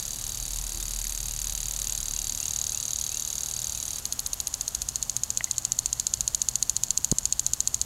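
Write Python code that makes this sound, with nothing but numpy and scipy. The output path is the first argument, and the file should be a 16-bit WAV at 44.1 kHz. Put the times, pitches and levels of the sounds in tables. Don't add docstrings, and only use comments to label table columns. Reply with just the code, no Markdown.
import sys
import numpy as np
from scipy import signal
from scipy.fft import rfft, irfft
from scipy.io import wavfile
from scipy.ndimage import uniform_filter1d

SR = 44100
rng = np.random.default_rng(int(sys.argv[2]) if len(sys.argv) > 2 else 0)


def decibels_to_gain(level_db):
    exponent = np.asarray(level_db, float) / 20
    return 10 ** exponent


def dump_mix(stems):
    frames = np.atleast_2d(stems).T
    limited = np.clip(frames, -1, 1)
    pcm = np.round(limited * 32767).astype(np.int16)
    wavfile.write(sys.argv[1], SR, pcm)


N = 346185
TIME = np.arange(N) / SR
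REVERSE_S = 4.02


def ring(times, db, modes, scatter_db, size, contact_s=0.00034):
    hz, mode_db, t60 = np.array(modes, float).T[:, None, :, None]
    chance = rng.standard_normal((len(times), len(modes), 2))
    start = np.ceil(times * SR)
    t = np.arange(size) / SR + (start / SR - times)[:, None, None]
    gain = decibels_to_gain(mode_db + scatter_db * chance[..., :1] - 60 * t / t60)
    detuned_hz = hz * (1 + .005 * chance[..., 1:])
    waves = (gain * np.sin(2 * np.pi * detuned_hz * t)).sum(axis=1)
    waves *= decibels_to_gain(db)[:, None] * (1 - np.exp(-t[:, 0] / contact_s))
    place = np.clip(start[:, None] + np.arange(size), -1, N).astype(int) % (N + 1)
    return np.bincount(place.ravel(), waves.ravel(), N + 1)[:N]


def walk(rate_hz):
    hold = int(SR / rate_hz)
    steps = np.repeat(rng.standard_normal(N // hold + 1), hold)
    return 1.254 * uniform_filter1d(uniform_filter1d(steps, hold), hold)[:N]


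def colour(x, points):
    hz, db = np.transpose(points)
    f = np.maximum(np.arange(N // 2 + 1) * SR / N, 1)
    gain_db = np.interp(np.log(f), np.log(hz), db, db[0] - 3.5, db[-1] - 3)
    y = irfft(rfft(x) * decibels_to_gain(gain_db), N)
    return y / np.sqrt(np.mean(y ** 2))


# f/Hz, level/dB per Hz
RUMBLE_SPECTRUM = [(14, -37), (22, 0.5), (55, 4), (113, -3.5), (230, -10.5), (330, -20), (500, -27.5)]
# f/Hz, level/dB per Hz
HISS_SPECTRUM = [(150, -44), (250, -18.5), (343, -22), (768, -16), (1500, -20.5), (2350, -26),
                 (3000, -20.5), (4430, -21), (5280, -19), (6520, -12), (7600, -16.5), (9090, -19.5),
                 (13800, -22.5), (16200, -46)]
# f/Hz, swell rate/Hz, level/dB
HUM_LINES = [(120, 12, -53), (60, 8, -58), (986, 3, -71), (1044, 3, -72), (1217, 3, -71)]


def yard():
    out = decibels_to_gain(-48 + 0.56 * walk(2.8)) * colour(rng.standard_normal(N), RUMBLE_SPECTRUM)
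    out += decibels_to_gain(-45 + 0.51 * walk(3.09)) * colour(rng.standard_normal(N), HISS_SPECTRUM)
    for hz, swell_hz, db in HUM_LINES:
        phase = 2 * np.pi * np.cumsum(hz + 2.5 * walk(4)) / SR
        out += decibels_to_gain(db + 2.5 * walk(swell_hz)) * np.sin(phase)
    return out


def motor():
    idle_hz, idle_db, settled_s, stop_s = 36.6, -37, 0.49, 2.25
    first_s, period_s, sputter_db = .09, 0.165, 10
    run_up_db_per_s, sag_db_per_s, fade_db_per_s = 15, 1.3, 90
    early = np.maximum(settled_s - TIME, 0)
    late = np.maximum(TIME - settled_s, 0)
    sputter = (early > 0) * np.sin(np.pi * (TIME - first_s) / period_s) ** 2
    db = idle_db - sputter_db * sputter - run_up_db_per_s * early - sag_db_per_s * late
    db -= fade_db_per_s * np.maximum(TIME - stop_s, 0)
    wobble_db = 1.2 * walk(9)
    return decibels_to_gain(db + wobble_db) * np.sin(2 * np.pi * np.cumsum(idle_hz + 3 * walk(3)) / SR)


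# t/s, length/s, start f/Hz, end f/Hz, level/dB
BIRD_NOTES = [(.79, .05, 3500, 3750, -53), (1.28, .06, 2700, 3000, -58), (1.56, .06, 2650, 3050, -57),
              (1.85, .06, 2650, 3000, -56), (2.13, .08, 2550, 2950, -54), (2.39, .08, 2550, 3000, -52),
              (2.71, .09, 2450, 2950, -53), (3.085, .09, 2400, 2900, -53), (3.73, .06, 2450, 2750, -55)]
# delay/s, level/dB
LEAF_ECHOES = [(.011, -7), (.027, -10), (.05, -13)]


def bird():
    out = np.zeros(N)
    for s, length_s, from_hz, to_hz, db in BIRD_NOTES:
        u = np.clip((TIME - s) / length_s, 0, 1)
        cycles = length_s * (from_hz * u + (to_hz - from_hz) * u ** 2 / 2)
        out += decibels_to_gain(db) * np.sin(np.pi * u) * np.sin(2 * np.pi * cycles)
    out = out * decibels_to_gain(2.5 + 3 * walk(200))
    return out + sum(decibels_to_gain(db) * np.roll(out, int(delay_s * SR)) for delay_s, db in LEAF_ECHOES)


# t/s, length/s, f/Hz, level/dB
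HORN_BLIP = (.715, .12, 342, -53)


def horn():
    s, length_s, hz, db = HORN_BLIP
    held = np.clip(1.3 * np.sin(np.pi * np.clip((TIME - s) / length_s, 0, 1)), 0, 1)
    return decibels_to_gain(db) * held * np.sin(2 * np.pi * hz * TIME)


# t/s, level/dB, f/Hz, t60/s
TAPS = [(1.052, -27, 2100, 0.0069), (5.4077, -16, 1960, 0.011), (5.4078, -29, 1120, 0.0097),
        (5.4075, -19, 2930, 0.0036), (5.4075, -26, 4100, .003), (5.4084, -32, 655, 0.011),
        (5.472, -40, 2050, .05), (5.503, -48, 2030, .04), (5.536, -35, 3300, 0.0048),
        (5.543, -24, 3380, 0.0037), (5.548, -35, 2980, 0.0043), (6.99, -39, 300, .03),
        (7.1245, -25.5, 1026, 0.0085), (7.1245, -34, 1500, .005)]


def knocks():
    return sum(ring(np.array([s]), np.array([db]), [(hz, 0, t60)], 0, size=1500) for s, db, hz, t60 in TAPS)


# t/s, level/dB, half length/s
CASE_THUMP = (7.1247, -12.5, .0013)


def thump():
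    s, db, half_s = CASE_THUMP
    u = (TIME - s) / half_s
    push = -2 * u / (1 + u ** 2) ** 2.1
    sway = 0.094 * np.exp(-((u - 5.5) / 4.0) ** 2) - 0.44 * np.exp(-((u + 3) / 1.4) ** 2)
    return decibels_to_gain(db) * (push + sway)


# t/s, strike peak level/dB, facing/0-1
TURN = [(0, -18, 0.57), (.8, -18.5, .95), (1.6, -15.5, 0.9), (2.4, -13, 0.57), (2.95, -11.5, 0),
        (3.3, -14, 0.1), (3.98, -15.5, 0.44), (4.05, -11, 0), (4.4, -9.5, 0.04), (4.8, -9.5, 0.74),
        (5.6, -8.5, 1), (6.4, -6, 0.9), (7.1, -6, 0.97), (7.85, -7, 1)]
# fast turned away/dB, fast facing/dB, slow turned away/dB, slow facing/dB
ASPECT = [
    (-2.5, 3.5, -22.5, 4.5),
    (-0.1, 1, 2, -1.54),
    (-9.5, 14, 1.5, 1),
    (-22.5, 6, 6.5, 6),
    (-0.26, -0.2, -5, -7.5),
    (7, -16, 4.5, 7),
    (-15, 5, 14, 3),
]
PARTS = ["upper ring", "body", "stem", "edge", "spray", "droplets", "tick"]


def turned(times, part):
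    facing = np.interp(times, np.array(TURN)[:, 0], np.array(TURN)[:, 2])
    fast_away, fast_facing, slow_away, slow_facing = ASPECT[PARTS.index(part)]
    fast_db = fast_away + (fast_facing - fast_away) * facing
    slow_db = slow_away + (slow_facing - slow_away) * facing
    return np.where(times < REVERSE_S, fast_db, slow_db)


def droplets(per_s=350):
    chance = rng.random((int(per_s * N / SR), 2)).T
    times = chance[0] * N / SR
    db = -45 - 3 * np.log(chance[1] + .02) + turned(times, "droplets")
    modes = [(6620, -4, 0.005), (7150, -5.5, 0.0044), (6920, -2, 0.0055),
             (7850, -11, 0.0061), (4410, -9.5, 0.0068)]
    return ring(times, db, modes, scatter_db=4.5, size=300)


# f/Hz, level/dB
SPRAY_SPECTRUM = [(2200, -21), (3300, -14), (3930, -10.5), (4230, -12), (4580, -10.5), (5300, -11.5),
                  (6000, -8), (6700, -8), (8500, -8.5), (11000, -7), (13500, -14.5), (16000, -27)]


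def spray(strikes, db, lead_s, hold_s, fade_s):
    times = np.array(strikes)[:, 0] - lead_s
    since = TIME - times[np.clip(np.searchsorted(times, TIME) - 1, 0, None)]
    gate = (since > 0) * np.exp(-np.maximum(since - hold_s, 0) / fade_s)
    grain = decibels_to_gain(3.3 * walk(1500))
    return decibels_to_gain(db + turned(TIME, "spray")) * gate * colour(grain * rng.standard_normal(N), SPRAY_SPECTRUM)


# f/Hz, level/dB
BUZZ_SPECTRUM = [(3500, -24), (3930, -4), (4230, -14), (4600, 0), (4950, -16), (5300, -24)]


def buzz(db):
    on = uniform_filter1d(1. * (TIME < REVERSE_S - .015), size=800)
    level_db = db + turned(TIME, "body") + 1.77 * walk(120)
    return decibels_to_gain(level_db) * on * colour(rng.standard_normal(N), BUZZ_SPECTRUM)


# strike number, t/s
FAST_PACE = [(-1, -.0005), (25, .6933), (48, 1.3103), (80, 2.1633), (113, 3.0393), (149, 3.985)]
SLOW_PACE = [(0, 4.0543), (12, 4.888), (25, 5.7891), (38, 6.6958), (54, 7.8138)]


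def swings(pace, spread_s, scatter_db):
    number, s = np.transpose(pace)
    chance = np.clip(rng.standard_normal((int(number[-1] - number[0]) + 1, 2)).T, -2, 2)
    times = np.interp(np.arange(number[0], number[-1] + 1), number, s) + spread_s * chance[0]
    peak_db = np.interp(times, np.array(TURN)[:, 0], np.array(TURN)[:, 1])
    return np.transpose([times, peak_db + scatter_db * chance[1]])


# f/Hz, level/dB, t60/s
MAIN_RING = [(6592, 2, 0.0081), (6180, -22, 0.014)]
UPPER_RING = [(7010, -2, 0.0076), (7450, -20, 0.019)]
STEM = [(2030, -27.5, 0.0034), (2512, -34.5, 0.0093)]
EDGE = [(8370, -22.5, 0.014), (8840, -21.5, 0.0059), (9930, -20, .007), (10450, -20, 0.0087),
        (11220, -22, 0.0069), (12200, -29, 0.0046), (13200, -27, .005), (14600, -28, 0.0044)]


def head(times, db, body, scatter_db, contact_s, size):
    out = ring(times, db, MAIN_RING, 0.38, size, contact_s)
    out += ring(times, db + turned(times, "upper ring"), UPPER_RING, 0.37, size, contact_s)
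    out += ring(times + 0.00028, db + turned(times, "body"), body, scatter_db, size)
    out += ring(times + .0001, db + turned(times, "stem"), STEM, scatter_db, size)
    return out + ring(times - .0003, db + turned(times, "edge"), EDGE, scatter_db, size // 2)


# f/Hz, level/dB, t60/s
FAST_BODY = [(3300, -34, 0.006), (3720, -49, 0.0074), (3920, -17, 0.008), (4020, -21, 0.0089),
             (4470, -15.5, 0.0076), (5100, -31, 0.0055), (5780, -18.5, 0.011)]
SLOW_BODY = [(3300, -35, 0.012), (3530, -28, 0.016), (4073, -20.5, 0.017), (4290, -20.5, 0.018),
             (4396, -17.5, 0.016), (4930, -21.5, 0.019), (5560, -20, 0.0094)]
# f/Hz, level/dB, t60/s
TICK = [(8500, -6, .003), (10000, -3, .003), (11500, 0, .003), (13000, -4, .003), (15000, -9, .002)]
# delay/s, timing spread/s, ring level/dB, tick level/dB
FAST_TOUCH = [
    (-.0031, .0003, -25, -17),
    (.0097, .0003, -25, -11),
    (.0119, .0002, -28, -10),
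]
SLOW_TOUCH = [
    (-.0017, 0.00018, -60, -29),
    (.006, 0.0012, -25, -44),
    (0.0092, 0.000396, -43, -19),
]


def arm(strikes, touches, body, gain_db, lag_s, scatter_db, contact_s, crack_db):
    times, db = np.transpose(strikes)
    times = times + lag_s
    out = head(times, db + gain_db, body, scatter_db, contact_s, size=700)
    out += ring(times - .0004, db + crack_db + turned(times, "edge"), TICK, scatter_db=3.0, size=150)
    touched_modes = MAIN_RING + UPPER_RING + body[2:5]
    for delay_s, spread_s, ring_db, tick_db in touches:
        chance = rng.standard_normal((len(times), 2)).T
        when = times + delay_s + spread_s * chance[0]
        force_db = db + 3 * chance[1]
        out += ring(when, force_db + ring_db, touched_modes, scatter_db=0.0, size=350)
        out += ring(when, force_db + tick_db + turned(when, "tick"), TICK, scatter_db=0.5, size=150)
    return out


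def scene():
    background = yard() + motor() + bird() + horn() + knocks() + thump()
    fast = swings(FAST_PACE, spread_s=.0003, scatter_db=1.1)
    slow = swings(SLOW_PACE, spread_s=.00025, scatter_db=.6)
    wet = spray(fast, db=-37.0, lead_s=.0015, hold_s=0.017, fade_s=0.00073) * (TIME < REVERSE_S)
    wet += spray(slow, db=-32.0, lead_s=0.0026, hold_s=0.011, fade_s=0.0032)
    sprinkler = arm(fast, FAST_TOUCH, FAST_BODY, gain_db=1.5, lag_s=0.000297, scatter_db=1.0,
                    contact_s=0.00045, crack_db=-20)
    sprinkler += arm(slow, SLOW_TOUCH, SLOW_BODY, gain_db=0.0, lag_s=0.00028, scatter_db=2.5,
                     contact_s=0.00023, crack_db=-19.0)
    return (background + droplets() + wet + buzz(db=-49.5) + sprinkler)[None]


# f/Hz, level/dB
MIC_RESPONSE = [(20, 1), (13800, -1.5), (14700, -4.5), (15400, -1), (22000, 0)]


def low_pass(x):
    return signal.sosfilt(signal.butter(12, 16960, fs=SR, output="sos"), x)


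def record(dry):
    level = np.sqrt(np.mean(dry ** 2))
    heard = np.tanh(colour(dry[0], MIC_RESPONSE) * level)
    top_cut = signal.ellip(7, .3, 32, 15750, fs=SR, output="sos")
    return low_pass(signal.sosfilt(top_cut, heard)[None])


dry = scene()
out = record(dry)
dump_mix(out)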